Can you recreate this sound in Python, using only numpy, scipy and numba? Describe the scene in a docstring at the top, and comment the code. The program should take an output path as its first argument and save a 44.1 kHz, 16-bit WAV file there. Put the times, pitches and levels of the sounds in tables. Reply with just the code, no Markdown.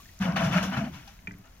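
"""A scoop bails water from a wooden boat a few metres away, sloshing it in several quick surges.
Its pushes make the hull ring in hollow, gulping tones. A cloud of small bubbles rings, each one a
short, fading tone, while spray fizzes and stray drops patter down.
The scoop scrapes along the hull, then knocks on the boards with a dull thud.
Behind it are faint lapping, foam and a light breeze."""
import sys
import numpy as np
from scipy import signal
from scipy.fft import rfft, irfft
from scipy.io import wavfile
from numba import njit

SR = 44100
rng = np.random.default_rng(int(sys.argv[2]) if len(sys.argv) > 2 else 0)


def persist_wave(psi):
    """Save psi, clipped to +-1, as 16-bit WAV."""
    counts = np.round(np.clip(psi, -1, 1) * 32767).astype(np.int16)
    wavfile.write(sys.argv[1], SR, np.atleast_2d(counts).T)


N = 70560  # 1.6 seconds
BUBBLE_GLIDE = 0.021  # a bubble's pitch rises by this share in one decay time

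# Surges of sloshing water; a positive tilt favours small, high bubbles.
# start_s, rise_s, fall_s, bubble_gain_db, tilt_db_per_octave, spray_level_db
WATER_SURGES = [(0.198, 0.027, 0.044, -29, 1, -43), (0.246, 0.0081, 0.11, -32, -5.5, -52.5),
                (0.357, 0.0082, 0.035, -22, 3, -41), (0.381, 0.029, 0.13, -27, -2, -43.5),
                (.435, 0.0078, 0.035, -46, -4, -40.5), (0.507, 0.028, 0.1, -26, 1, -42),
                (0.55, 0.029, 0.017, -25, 2, -41), (0.625, 0.0042, 0.032, -37.5, -9.5, -36.5),
                (0.706, 0.038, 0.023, -29, 0.5, -49), (.76, 0.012, 0.044, -29.5, -1, -46),
                (0.839, 0.0035, 0.03, -37.5, 1.5, -59), (0.918, 0.028, 0.091, -45.5, 3, -54.5),
                (1.069, 0.01, 0.031, -52, 0, -54), (1.435, 0.023, 0.024, -52.5, 1, -71)]


def amp(db):
    """Turn decibels into a number to multiply by."""
    return 10 ** (np.asarray(db) / 20)


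def unit(x):
    """Scale a sound to an average (rms) level of 1."""
    return x / np.sqrt(np.mean(x ** 2))


def colour(x, curve, share=1):
    """Turn pitches up or down along a curve of (pitch_hz, gain_db); share scales the decibels."""
    hz, db = np.array(curve, float).T
    bins_hz = np.maximum(np.fft.rfftfreq(2 * N, 1 / SR), 1)
    gain_db = np.interp(np.log(bins_hz), np.log(hz), db)
    return irfft(rfft(x, 2 * N) * amp(share * gain_db), 2 * N)[..., :N]


def band(x, hz, width_hz):
    """Keep only the pitches around hz."""
    edges = np.clip([hz - width_hz / 2, hz + width_hz / 2], 20, .48 * SR)
    return signal.sosfilt(signal.butter(2, edges, "band", fs=SR, output="sos"), x)


def since(start):
    """Seconds since a moment, zero before it."""
    return np.maximum(np.arange(N) / SR - start, 0)


def surge(start, rise, fall):
    """The strength of one burst: a straight rise, then a fading tail."""
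    return np.minimum(since(start) / rise, 1) * np.exp(-since(start + rise) / fall)


def ring(start, hz, decay_s):
    """One tone of struck wood: it builds up within a cycle and dies away."""
    t = since(start)
    return np.minimum(t * hz, 1) * np.exp(-t / decay_s) * np.sin(2 * np.pi * hz * t)


def echo(x, decay_s):
    """Smear a sound into a short, dense tail, different at each ear."""
    tail = rng.standard_normal((2, N)) * np.exp(-since(0) / decay_s)
    return signal.fftconvolve(np.atleast_2d(x), unit(tail) / np.sqrt(N), axes=1)[:, :N]


@njit
def bubbles(start_s, hz, decay_cycles, strength, ear_shift_rad):
    """Each bubble rings as a fading, slightly rising tone, its wave shifted at the right ear."""
    out = np.zeros((2, N))
    for k in range(len(start_s)):
        decay_samples = decay_cycles[k] * SR / hz[k]
        first = int(start_s[k] * SR)
        tone = strength[k] + 0j
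        step = np.exp(2j * np.pi * hz[k] / SR - 1 / decay_samples)  # spins and shrinks the tone
        bend = np.exp(2j * np.pi * hz[k] / SR * BUBBLE_GLIDE / decay_samples)  # speeds up the spin
        to_right = np.exp(-1j * ear_shift_rad[k])
        for i in range(max(first, 0), min(first + int(6 * decay_samples), N)):
            fade_in = min((i - first) * hz[k] / SR, 1.)
            out[0, i] += fade_in * tone.imag
            out[1, i] += fade_in * (tone * to_right).imag
            tone *= step
            step *= bend
    return out


def swarm(low_hz, high_hz, cycles, scatter_db, count):
    """A steady swarm of bubbles of mixed size and strength, scattered over the water."""
    ear_lag_s, spread_rad, spread_at_hz = .00008, 0.54, 920
    when, pitch, loudness, length, side = rng.random((count, 5)).T
    hz = low_hz * (high_hz / low_hz) ** pitch
    strength = amp(-scatter_db * np.log(1 - .98 * loudness)) * np.sqrt(hz)
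    decay_cycles = cycles * 2 ** (2 * length - 1)  # from half to double
    spread = spread_rad * np.sqrt(hz / spread_at_hz) * np.sqrt(12) * (side - .5)
    ear_shift = 2 * np.pi * hz * ear_lag_s + spread
    return unit(bubbles(when * N / SR, hz, decay_cycles, strength, ear_shift))


def shore():
    """A low breeze shared by both ears, and the faint hiss of open water."""
    # Tone colour of the breeze: pitch_hz, gain_db
    breeze_colour = [(20, 0.5), (55, 8), (100, 1), (200, -25), (400, -30.5), (1000, -56.5)]
    # Tone colour of open water: pitch_hz, gain_db
    water_colour = [(100, 5.5), (250, 12), (430, 5.5), (700, 4.5), (2100, 0.5), (4000, -34), (6400, -3),
                    (8100, -29), (15500, -37)]
    breeze = unit(colour(rng.standard_normal(N), breeze_colour))
    hiss = unit(colour(rng.standard_normal((2, N)), water_colour))
    return amp(-54.5) * breeze + amp(-63.5) * hiss


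def foam():
    """Tiny bubbles burst all the while, more quietly as the water settles."""
    # Loudness of the fizz: time_s, level_db
    fizz_levels = [(0, -55), (.15, -59.5), (0.901, -60), (1.15, -61.5), (1.3, -65), (1.6, -64)]
    # Tone colour of the fizz: pitch_hz, gain_db
    fizz_colour = [(3000, -2.5), (6700, 2), (7900, -6.5), (15000, -0.5)]
    time_s, level_db = np.array(fizz_levels).T
    fizz = swarm(1830, 14770, cycles=1.9, scatter_db=2, count=26000)
    return amp(np.interp(since(0), time_s, level_db)) * unit(colour(fizz, fizz_colour))


def drops_on_water():
    """Single drops land on the water, each with a small chirp."""
    # Stray drops: start_s, pitch_hz, level_db, decay_cycles
    drops = [(.001, 1117, -46, 10.4), (0.057, 1785, -47.5, 9), (.091, 1870, -46.5, 10),
             (1.076, 780, -45, 10.7)]
    start_s, hz, db, cycles = np.array(drops, float).T.copy()
    ear_shift = rng.uniform(-1, 1, len(start_s))
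    return bubbles(start_s, hz, cycles, amp(db), ear_shift)


def drops_on_wood():
    """Drops that hit wood burst in a sharp tick of noise."""
    # Ticks: start_s, pitch_hz, level_db
    ticks = [(0.19, 5860, -45), (.322, 4970, -44.5), (.701, 12800, -49.5), (.944, 4500, -47),
             (1.078, 4700, -46.5), (1.19, 2120, -48.5), (1.275, 5500, -50), (1.319, 6240, -51.5),
             (1.384, 12500, -56), (1.455, 6340, -56), (1.473, 4170, -56.5)]
    decay_s = 0.0017
    noises = rng.standard_normal((len(ticks), 2, N))
    return sum(amp(db) * unit(band(noise, hz, 0.4 * hz)) * surge(start, decay_s / 2, decay_s)
               for noise, (start, hz, db) in zip(noises, ticks))


def scrape():
    """The scoop drags over the boards in many tiny catches and stops as it lifts off."""
    # Hollow tones of the scrape: pitch_hz, width_hz, level_db
    scrape_tones = [(254.4, 40, -38), (680, 190, -49.5)]
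    start_s, end_s, catches_per_s = .765, .888, 550
    catches = rng.standard_normal(N) * (rng.random(N) < catches_per_s / SR)
    touching = (since(start_s) > 0) & (since(end_s) == 0)
    return sum(amp(db) * band(catches * touching, hz, width) / np.std(band(catches, hz, width))
               for hz, width, db in scrape_tones)


def knocks():
    """The scoop clacks on the boards and bounces; the planks rattle briefly and the hull thuds."""
    # Hits of the scoop: start_s, clack_pitch_ratio, clack_gain_db, thud_gain_db
    hits = [(1.2722, 0.95, 1.5, -3.5), (1.3096, .79, -8.5, -11), (1.3385, .84, -19.5, -10.5),
            (1.385, .85, -30, -13)]
    # Tones of the clack, scaled by each hit: base_pitch_hz, base_level_db, decay_s
    clack_tones = [(957, -42.5, 0.009), (1600, -35.5, 0.0027), (2000, -32, .003), (2190, -32.5, 0.0035),
                   (2490, -27, 0.0038)]
    # Low tones of the hull: pitch_hz, base_level_db, decay_s
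    hull_tones = [(102.5, -30.5, 0.018), (184, -27.5, 0.015), (288, -42, 0.038), (398, -44, 0.016)]
    right_ear_lag_s, hull_delay_s = 0.00049, .004
    clack = sum(amp(gain_db + db) * ring(start, hz * ratio, decay)
                for start, ratio, gain_db, _ in hits for hz, db, decay in clack_tones)
    thud = sum(amp(gain_db + db) * ring(start + hull_delay_s, hz, decay)
               for start, _, _, gain_db in hits for hz, db, decay in hull_tones)
    right_clack = np.interp(since(0) - right_ear_lag_s, since(0), clack)
    rattle = amp(-7) * echo(clack, decay_s=0.019)
    return np.array([clack, right_clack]) + rattle + thud


def spray():
    """Fine droplets hiss on the surface with each surge."""
    # Tone colour of the spray: pitch_hz, gain_db
    spray_colour = [(2000, -5), (3400, 4.5), (4300, -2.5), (5800, 6.5), (6900, 0.5), (7800, -11.5),
                    (10500, -6.5), (15300, -10)]
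    power = sum((amp(db) * surge(start, rise, fall)) ** 2
                for start, rise, fall, _, _, db in WATER_SURGES)
    hiss = swarm(2573, 14580, cycles=11, scatter_db=0, count=40000)
    return np.sqrt(power) * unit(colour(hiss, spray_colour))


def bubble_cloud():
    """Small bubbles in seven size groups swell with the surges; lapping keeps them faintly going."""
    # Tone colour of the cloud: pitch_hz, gain_db
    cloud_colour = [(300, -47), (430, -21.5), (650, -4), (850, -6.5), (1060, -4.5), (1350, -1),
                    (1900, -4.5), (2900, -4.5), (3900, -19), (5000, -11)]
    lapping_power = amp(-64) ** 2
    cloud = 0
    for hz in 400 * 2 ** (np.arange(7) / 2):  # half an octave apart
        octaves = np.log2(hz / 1200)
        surge_power = sum((amp(db + tilt * octaves) * surge(start, rise, fall)) ** 2
                          for start, rise, fall, db, tilt, _ in WATER_SURGES)
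        group = swarm(hz, hz * np.sqrt(2), cycles=8.5, scatter_db=1.5, count=1400)
        cloud = cloud + np.sqrt((lapping_power + surge_power) / 5) * group
    return colour(cloud, cloud_colour)


def churning():
    """Water driven under by the scoop churns with a low rumble."""
    # Loudness of the churning: time_s, level_db
    churn_levels = [(0, -57.5), (.198, -65.5), (0.207, -35), (.40, -35), (.58, -32.5), (.72, -37),
                    (.88, -40.5), (.95, -42.5), (1.07, -57.5), (1.6, -65.5)]
    # Tone colour of the churning: pitch_hz, gain_db
    churn_colour = [(40, -14), (70, -6.5), (110, -5), (185, 3), (260, -2), (350, -7.5), (430, -25.5),
                    (700, -49)]
    time_s, level_db = np.array(churn_levels).T
    rumble = swarm(62.43, 416.2, cycles=4.2, scatter_db=2.26, count=900)
    return amp(np.interp(since(0), time_s, level_db)) * unit(colour(rumble, churn_colour))


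def hull_ringing():
    """The scoop's pushes make the wooden hull ring in hollow, gulping tones that swell and stop."""
    # Hollow tones of the hull, and a few brief higher ones: start_s, pitch_hz, level_db, swell_s
    hollow_tones = [(.198, 191.3, -19.5, 0.019), (.251, 191, -27, 0.01), (0.271, 172, -21, 0.021),
                    (0.337, 189, -24, 0.013), (.362, 168, -25, 0.017), (.391, 184, -25, 0.014),
                    (.424, 173, -20.5, 0.021), (0.449, 119, -28, 0.019), (0.469, 182, -19, 0.013),
                    (.497, 171.5, -24, 0.022), (0.543, 179, -17, 0.025), (0.583, 190, -29.5, 0.041),
                    (0.657, 187.7, -27, 0.036), (0.693, 202, -39, 0.036), (0.76, 135, -25.5, 0.023),
                    (0.762, 218, -26.5, 0.019), (.803, 210.7, -25.5, 0.026), (0.866, 238, -30, 0.012),
                    (.385, 667, -30.5, 0.027), (.447, 680, -34.5, 0.012), (.545, 612.7, -30, 0.032),
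                    (.802, 670, -35, 0.015), (0.362, 1283, -35, 0.0093), (.557, 1315, -36, 0.011),
                    (.733, 3016, -36, 0.0075)]
    out = 0
    for start, hz, db, swell_s in hollow_tones:
        t = since(start)
        age = t / swell_s
        swell = age ** 2 * np.exp(1 - age ** 2)  # loudest at age 1
        out = out + amp(db) * swell * np.sin(2 * np.pi * hz * t)
    return out


def scene():
    """The water and the scrape lean to the left; the knocks are equally loud at both ears."""
    # How far each pitch leans left, shared out between the ears below: pitch_hz, lean_db
    left_lean = [(330, 0.5), (650, 9), (1300, 0.5), (2600, 7), (5500, 1), (8000, -5), (11000, 5.5),
                 (15000, 15)]
    bailing = bubble_cloud() + spray() + churning() + hull_ringing() + scrape()
    without_bass = signal.sosfilt(signal.butter(4, 330, "high", fs=SR, output="sos"), bailing)
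    reflections = amp(-7) * echo(without_bass, decay_s=0.011)
    left, right = bailing + reflections + drops_on_water() + drops_on_wood() + foam() + shore()
    ears = np.array([colour(left, left_lean, share=0.52), colour(right, left_lean, share=-0.46)])
    return ears + knocks()


def record(dry):
    """Cut away the very highest treble."""
    top_hz = 15800
    return signal.sosfilt(signal.ellip(10, .2, 80, top_hz, fs=SR, output="sos"), dry)


dry = scene()
out = record(dry)
persist_wave(out)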